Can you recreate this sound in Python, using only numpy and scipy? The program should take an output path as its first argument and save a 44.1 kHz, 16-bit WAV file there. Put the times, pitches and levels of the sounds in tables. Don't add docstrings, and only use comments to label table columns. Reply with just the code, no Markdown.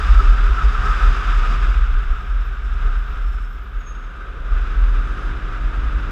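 import sys
import numpy as np
from scipy import signal
from scipy.fft import rfft, irfft, next_fast_len
from scipy.io import wavfile
from scipy.ndimage import uniform_filter1d, minimum_filter1d, map_coordinates

SR = 44100
rng = np.random.default_rng(int(sys.argv[2]) if len(sys.argv) > 2 else 0)


def put_to_file(sound):
    columns = np.atleast_2d(sound).T
    safe = np.clip(columns, -1, 1)
    whole_steps = np.round(safe * 32767)
    wavfile.write(sys.argv[1], SR, whole_steps.astype(np.int16))


N = 269451

# time_s, level_db
AIRFLOW = [(0, -1), (.25, -0.7), (.37, -2.5), (.74, -2), (1, 0), (1.53, -1.6), (1.78, -6), (2.3, -11.5),
           (2.7, -12), (2.84, -8.5), (3.04, -11.5), (3.16, -9.5), (3.26, -12.5), (3.55, -16.5), (4.42, -14),
           (4.56, -8.5), (6.11, -9)]
# peak_s, length_s, deep_db, upper_db
BUFFETS = [(0.156, 0.19, -9, -9), (0.296, 0.16, -6, -26), (0.467, 0.23, -11, -32), (0.663, 0.1, -10, -18),
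           (0.887, 0.079, -12.5, -27), (1.07, 0.14, -9.5, -31), (1.382, 0.13, -12.5, -25),
           (1.633, 0.26, -15, -36), (1.793, 0.24, -13, -16.5), (1.941, 0.14, -10.5, -21),
           (2.12, 0.11, -11, -26), (2.367, 0.25, -18.5, -23.5), (2.493, .1, -22, -28),
           (2.737, 0.46, -22.5, -23.5), (2.875, 0.09, -13, -26), (2.97, 0.16, -18.5, -23.5),
           (3.254, 0.16, -18, -45), (3.777, 0.036, -14, -21), (4.566, 0.2, -15.5, -20),
           (4.895, 0.35, -11, -20.5), (5.832, 0.15, -20, -16), (5.964, 0.064, -20, -16.5),
           (6.058, 0.047, -18, -22)]
# peak_s, length_s, level_db, ring_share (0-1)
GUSTS = [(.201, 0.034, -17, 0.93), (0.469, 0.036, -26, 0.6), (0.59, 0.042, -24, .9),
         (0.619, .022, -22.5, 0.84), (0.751, 0.018, -21.5, 0.9), (0.849, 0.078, -23.5, 0.6),
         (0.911, 0.13, -25, .6), (1.032, 0.17, -26, 0.54), (1.531, 0.022, -23, 0.6),
         (2.135, 0.13, -37, 0.7), (2.85, .14, -42, 0.1), (4.253, .17, -41, 0.2)]
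# peak_s, length_s, boost_db
ROUGH_PATCHES = [(0.198, .1, 3.5), (0.644, 0.07, 4.5), (0.853, 0.16, 4.5), (1.534, 0.11, 4), (1.668, .14, 4),
                 (2.22, .2, 2), (2.856, 0.17, 3)]
# time_s, firing_hz
FIRING_RATE = [(4.4, 37), (4.75, 44), (5.0, 48.2), (5.4, 51.9), (5.6, 52.1), (5.87, 51), (6.11, 48.6)]
# time_s, level_db
THROTTLE = [(0, -44), (4.3, -50.5), (4.6, -46), (4.8, -39.5), (5.0, -36.5), (5.4, -38.5), (6.11, -36)]
# harmonic_number, relative_db
EXHAUST_HARMONICS = [(1, 2), (2, 3), (3, -1.5), (4, -14.5), (5, -4.5), (6, -5), (7, -8), (8, -9.5),
                     (9, -12.5), (10, -12), (11, -15.5), (12, -14)]
# time_s, level_db
BELT_LEVEL = [(4.6, -100), (4.85, -69), (5.05, -64), (5.26, -62), (5.32, -83), (6.11, -86.5)]
# nearest_s, half_power_width_s, level_db, centre_hz
VEHICLES = [(1.3, 0.72, -39, 2400), (4.45, 0.5, -44.5, 450), (5.8, 1.1, -41, 1230)]
# time_s, level_db
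PAD_LEVEL = [(1.6, -71), (1.9, -72), (2.2, -66), (2.6, -68), (3.0, -68), (3.43, -62), (3.55, -65),
             (3.7, -100)]
# time_s, level_db
WHISTLE_LEVEL = [(1.3, -110), (1.95, -77), (2.3, -74), (2.65, -82), (3.05, -76), (3.45, -74), (3.76, -67),
                 (4.05, -110)]
# peak_s, length_s, pitch_hz, level_db
DISC_CHIRPS = [(1.8, .09, 13540, -82), (2.995, .07, 12850, -70), (3.1, .11, 13380, -74),
               (3.29, .14, 13345, -67)]
# time_s, pitch_hz, level_db
SQUEAK = [(3.78, 6690, -80), (3.805, 6650, -64), (3.83, 6560, -68), (3.87, 6530, -59), (3.905, 6470, -56),
          (3.928, 6630, -61.5), (3.945, 6620, -85)]

# frequency_hz, relative_density_db
HOUSING_DEEP = [(8, -34.5), (23, -28.5), (31, -11.5), (39, 5), (46, -8.5), (54, -19), (66, -33)]
HOUSING_UPPER = [(40, -17), (50, -5.5), (57, 0.5), (62, -11), (70, -21.5), (90, -50.5)]
CAVITY_FAST = [(500, -40), (850, -20.5), (1100, -10.5), (1200, -2), (1280, 1.5), (1380, -4.5), (1570, -5.5),
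               (1850, -18.5), (2400, -48)]
CAVITY_SLOW = [(500, -47), (850, -20), (1100, -12), (1235, 0.5), (1330, -2), (1450, -3), (1600, -4.5),
               (1850, -20), (2400, -30.5)]
EDGE_HISS = [(700, -8), (1750, -0.5), (2000, -0.5), (2250, -2), (2600, 0), (3100, -6), (3650, -4.5),
             (4350, -18), (5000, -15), (6100, -21), (7700, -25.5), (8900, -34), (13000, -40.5),
             (15000, -45)]
WIND_FIZZ = [(3800, -18), (4900, 6.5), (5600, -3), (6150, -4.5), (6550, -3), (7000, -10), (7600, -6),
             (8700, -17), (13500, -23.5), (15000, -32)]
TYRE_ROAR = [(40, -23.5), (78, -3), (103, 10), (130, 2), (170, 0.5), (220, -5), (360, -9), (402, 0),
             (435, -8), (640, -14.5), (735, -4), (790, -18.5), (1100, -8), (2500, -33.5)]
ENGINE_GROWL = [(70, -10), (120, -4), (200, 1.5), (300, -2.5), (550, -8.5), (900, -10.5), (1400, 1.5),
                (2000, -11), (4000, -33)]
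BELT_RASP = [(3000, -21), (4600, -3), (5000, 3.5), (5700, -22), (6300, 4), (6800, -18), (7400, -4.5),
             (8300, -18), (8900, -10.5), (9500, -17), (10200, -7), (11300, -23), (15000, -30)]
MICROPHONE_FLOOR = [(2000, 2), (6000, 8), (9000, 1.5), (11500, 4.5), (15000, -4.5)]
TRAFFIC_ROAR = [(60, 11), (110, 15.5), (200, 7), (300, 2), (520, -1), (800, -7.5), (2000, -7), (3700, -9.5),
                (4400, -26.5), (7500, -31), (12000, -46)]
PAD_RUB = [(3500, -29), (4900, -17), (5150, -6.5), (5280, 5), (5450, -7.5), (5900, -14.5), (7800, -13.5),
           (8700, -19), (9700, -23.5), (10500, -22), (15000, -27.5)]


def amp(db):
    return np.exp(np.asarray(db) * (np.log(10) / 20))


def unit(x):
    return x / np.sqrt(np.mean(x ** 2) + 1e-20)


def curves(rows):
    times, *columns = np.transpose(rows)
    return [np.interp(np.arange(N) / SR, times, column) for column in columns]


def wobble(rate_hz):
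    knots = rng.standard_normal(int(N * rate_hz / SR) + 4)
    coarse = np.arange(0, N + 24, 24)
    return np.interp(np.arange(N), coarse, map_coordinates(knots, [coarse * rate_hz / SR]))


def swell(peak_s, length_s):
    offset = (np.arange(N) / SR - peak_s) / length_s
    return np.cos(np.pi * offset, out=np.zeros(N), where=np.abs(offset) < .5)


def filtered(x, response):
    size = next_fast_len(N + SR // 2)
    return irfft(rfft(x, size) * response(np.fft.rfftfreq(size, 1 / SR)), size)[:N]


def noise(spectrum):
    knots_hz, db = np.transpose(spectrum)
    white = rng.standard_normal(N)
    return unit(filtered(white, lambda hz: amp(np.interp(np.log(hz + 1), np.log(knots_hz), db, right=-120))))


def phase_of(hz):
    return 2 * np.pi * np.cumsum(hz) / SR


def airflow_gain(full_db, exponent):
    return amp(full_db + exponent * curves(AIRFLOW)[0])


def rough_patch_boost_db():
    return sum(db * swell(peak_s, length_s) for peak_s, length_s, db in ROUGH_PATCHES)


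def resonance(spectrum, envelope):
    band = noise(spectrum)
    power = uniform_filter1d(np.abs(signal.hilbert(band)) ** 2, size=2500)
    return envelope * unit(band / np.sqrt(np.abs(power)))


def buffeting(churn_db=3.5, churn_hz=14, low_hz=23, high_hz=71):
    deep = airflow_gain(-18, 0.8) * amp(churn_db * wobble(churn_hz))
    upper = airflow_gain(-22, 0.74) * amp(churn_db * wobble(churn_hz))
    for peak_s, length_s, deep_db, upper_db in BUFFETS:
        eddy = swell(peak_s, length_s)
        deep = np.hypot(deep, amp(deep_db) * eddy)
        upper = np.hypot(upper, amp(upper_db) * eddy)
    push = resonance(HOUSING_DEEP, deep) + resonance(HOUSING_UPPER, upper)
    return filtered(push, lambda hz: 1 / np.sqrt(1 + (low_hz / (hz + 1)) ** 8 + (hz / high_hz) ** 20))


def wind(flutter_db=0.77, slow_db=-8, span_db=7):
    eddies = wobble(45)
    fast = np.clip((curves(AIRFLOW)[0] - slow_db) / span_db, 0, 1)
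    cavity = np.sqrt(fast) * noise(CAVITY_FAST) + np.sqrt(1 - fast) * noise(CAVITY_SLOW)
    jets = sum(amp(db) * np.sqrt(1 - ring_share) * swell(peak_s, length_s)
               for peak_s, length_s, db, ring_share in GUSTS)
    hollow = np.hypot(airflow_gain(-27.5, 0.96), jets) * unit(cavity * amp(flutter_db * eddies))
    hiss = airflow_gain(-35.5, 1.046) * unit(noise(EDGE_HISS) * amp(0.7 * eddies + 0.7 * wobble(120)))
    fizz_gain = airflow_gain(-49.8, 1.94) * amp(0.76 * rough_patch_boost_db())
    fizz = fizz_gain * unit(noise(WIND_FIZZ) * amp(1.5 * wobble(70)))
    return hollow + hiss + fizz


def tyres():
    roar = unit(noise(TYRE_ROAR) * amp(0.7 * wobble(13)))
    return airflow_gain(-34.5, 0.85) * amp(rough_patch_boost_db()) * roar


def engine(jitter=0.0024, rough_db=0.5, uneven_db=1.5, growl_db=-9):
    phase = phase_of(curves(FIRING_RATE)[0] * (1 + jitter * wobble(25)))
    harmonics = sum(amp(db + rough_db * wobble(9)) * np.sin(k * phase + rng.uniform(0, 2 * np.pi))
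                    for k, db in EXHAUST_HARMONICS)
    pulses = amp(4 * np.cos(phase))
    belt = unit(noise(BELT_RASP) * pulses)
    growl = amp(growl_db) * unit(noise(ENGINE_GROWL) * pulses)
    note = unit(harmonics * amp(uneven_db * wobble(30)))
    return amp(curves(THROTTLE)[0]) * (note + growl) + amp(curves(BELT_LEVEL)[0]) * belt


def microphone_hiss(hiss_db=-74, whine_hz=11299, whine_db=-89):
    whine = unit(amp(4 * wobble(40)) * np.sin(phase_of(whine_hz + 14 * wobble(90))))
    return amp(hiss_db) * noise(MICROPHONE_FLOOR) + amp(whine_db) * whine


def cavity_ring(ring_hz=1285, waver_hz=35):
    envelope = sum(amp(db) * np.sqrt(ring_share) * swell(peak_s, length_s) ** 2
                   for peak_s, length_s, db, ring_share in GUSTS)
    return envelope * unit(np.sin(phase_of(ring_hz + waver_hz * wobble(100))))


def traffic(hump_db=11, hump_octaves=0.77):
    t, out = np.arange(N) / SR, np.zeros(N)
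    for nearest_s, width_s, db, centre_hz in VEHICLES:
        roar = filtered(noise(TRAFFIC_ROAR),
                        lambda hz: amp(hump_db * np.exp(-(np.log2((hz + 1) / centre_hz) / hump_octaves) ** 2)))
        relative_distance = np.hypot(1, 2 * (t - nearest_s) / width_s)
        out += amp(db) * unit(roar) / relative_distance
    return out


def brake_rub():
    return amp(curves(PAD_LEVEL)[0]) * unit(noise(PAD_RUB) * amp(3.3 * wobble(46)))


def disc_singing(whistle_hz=14420, waver_hz=70, wander_hz=60, patchy_db=4):
    waver = waver_hz * wobble(400)
    chirps = sum(amp(db) * swell(peak_s, length_s) * np.sin(phase_of(hz + waver))
                 for peak_s, length_s, hz, db in DISC_CHIRPS)
    whistle_gain = amp(curves(WHISTLE_LEVEL)[0] + 3.5 * wobble(11))
    whistle = whistle_gain * np.sin(phase_of(whistle_hz + waver + wander_hz * wobble(6)))
    return (chirps + whistle) * amp(patchy_db * wobble(50))


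def brake_squeak(waver_hz=24, echo_db=-6):
    t = np.arange(N) / SR
    hz, db = curves(SQUEAK)
    gripping = (t > SQUEAK[0][0]) & (t < SQUEAK[-1][0])
    envelope = gripping * amp(db + 3.9 * wobble(80))
    squeak = envelope * np.sqrt(2) * np.sin(phase_of(hz + waver_hz * wobble(200)))
    return squeak + amp(echo_db) * street_echo(squeak, t60_s=0.7)


def street_echo(x, t60_s):
    t = np.arange(SR) / SR
    tail = rng.standard_normal(SR) * amp(-60 * t / t60_s)
    return signal.fftconvolve(x, tail / np.linalg.norm(tail))[:N]


def scene():
    air = buffeting() + wind() + cavity_ring()
    vehicles = tyres() + traffic() + engine()
    brakes = brake_rub() + disc_singing() + brake_squeak()
    return (air + vehicles + brakes + microphone_hiss())[None]


def record(dry, ceiling=0.87, top_hz=15100):
    needed = np.minimum(1, ceiling / (np.abs(dry) + 1e-9))
    gain = uniform_filter1d(minimum_filter1d(needed, size=1500), size=1500)
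    return np.array([filtered(x, lambda hz: hz < top_hz) for x in dry * gain])


dry = scene()
out = record(dry)
put_to_file(out)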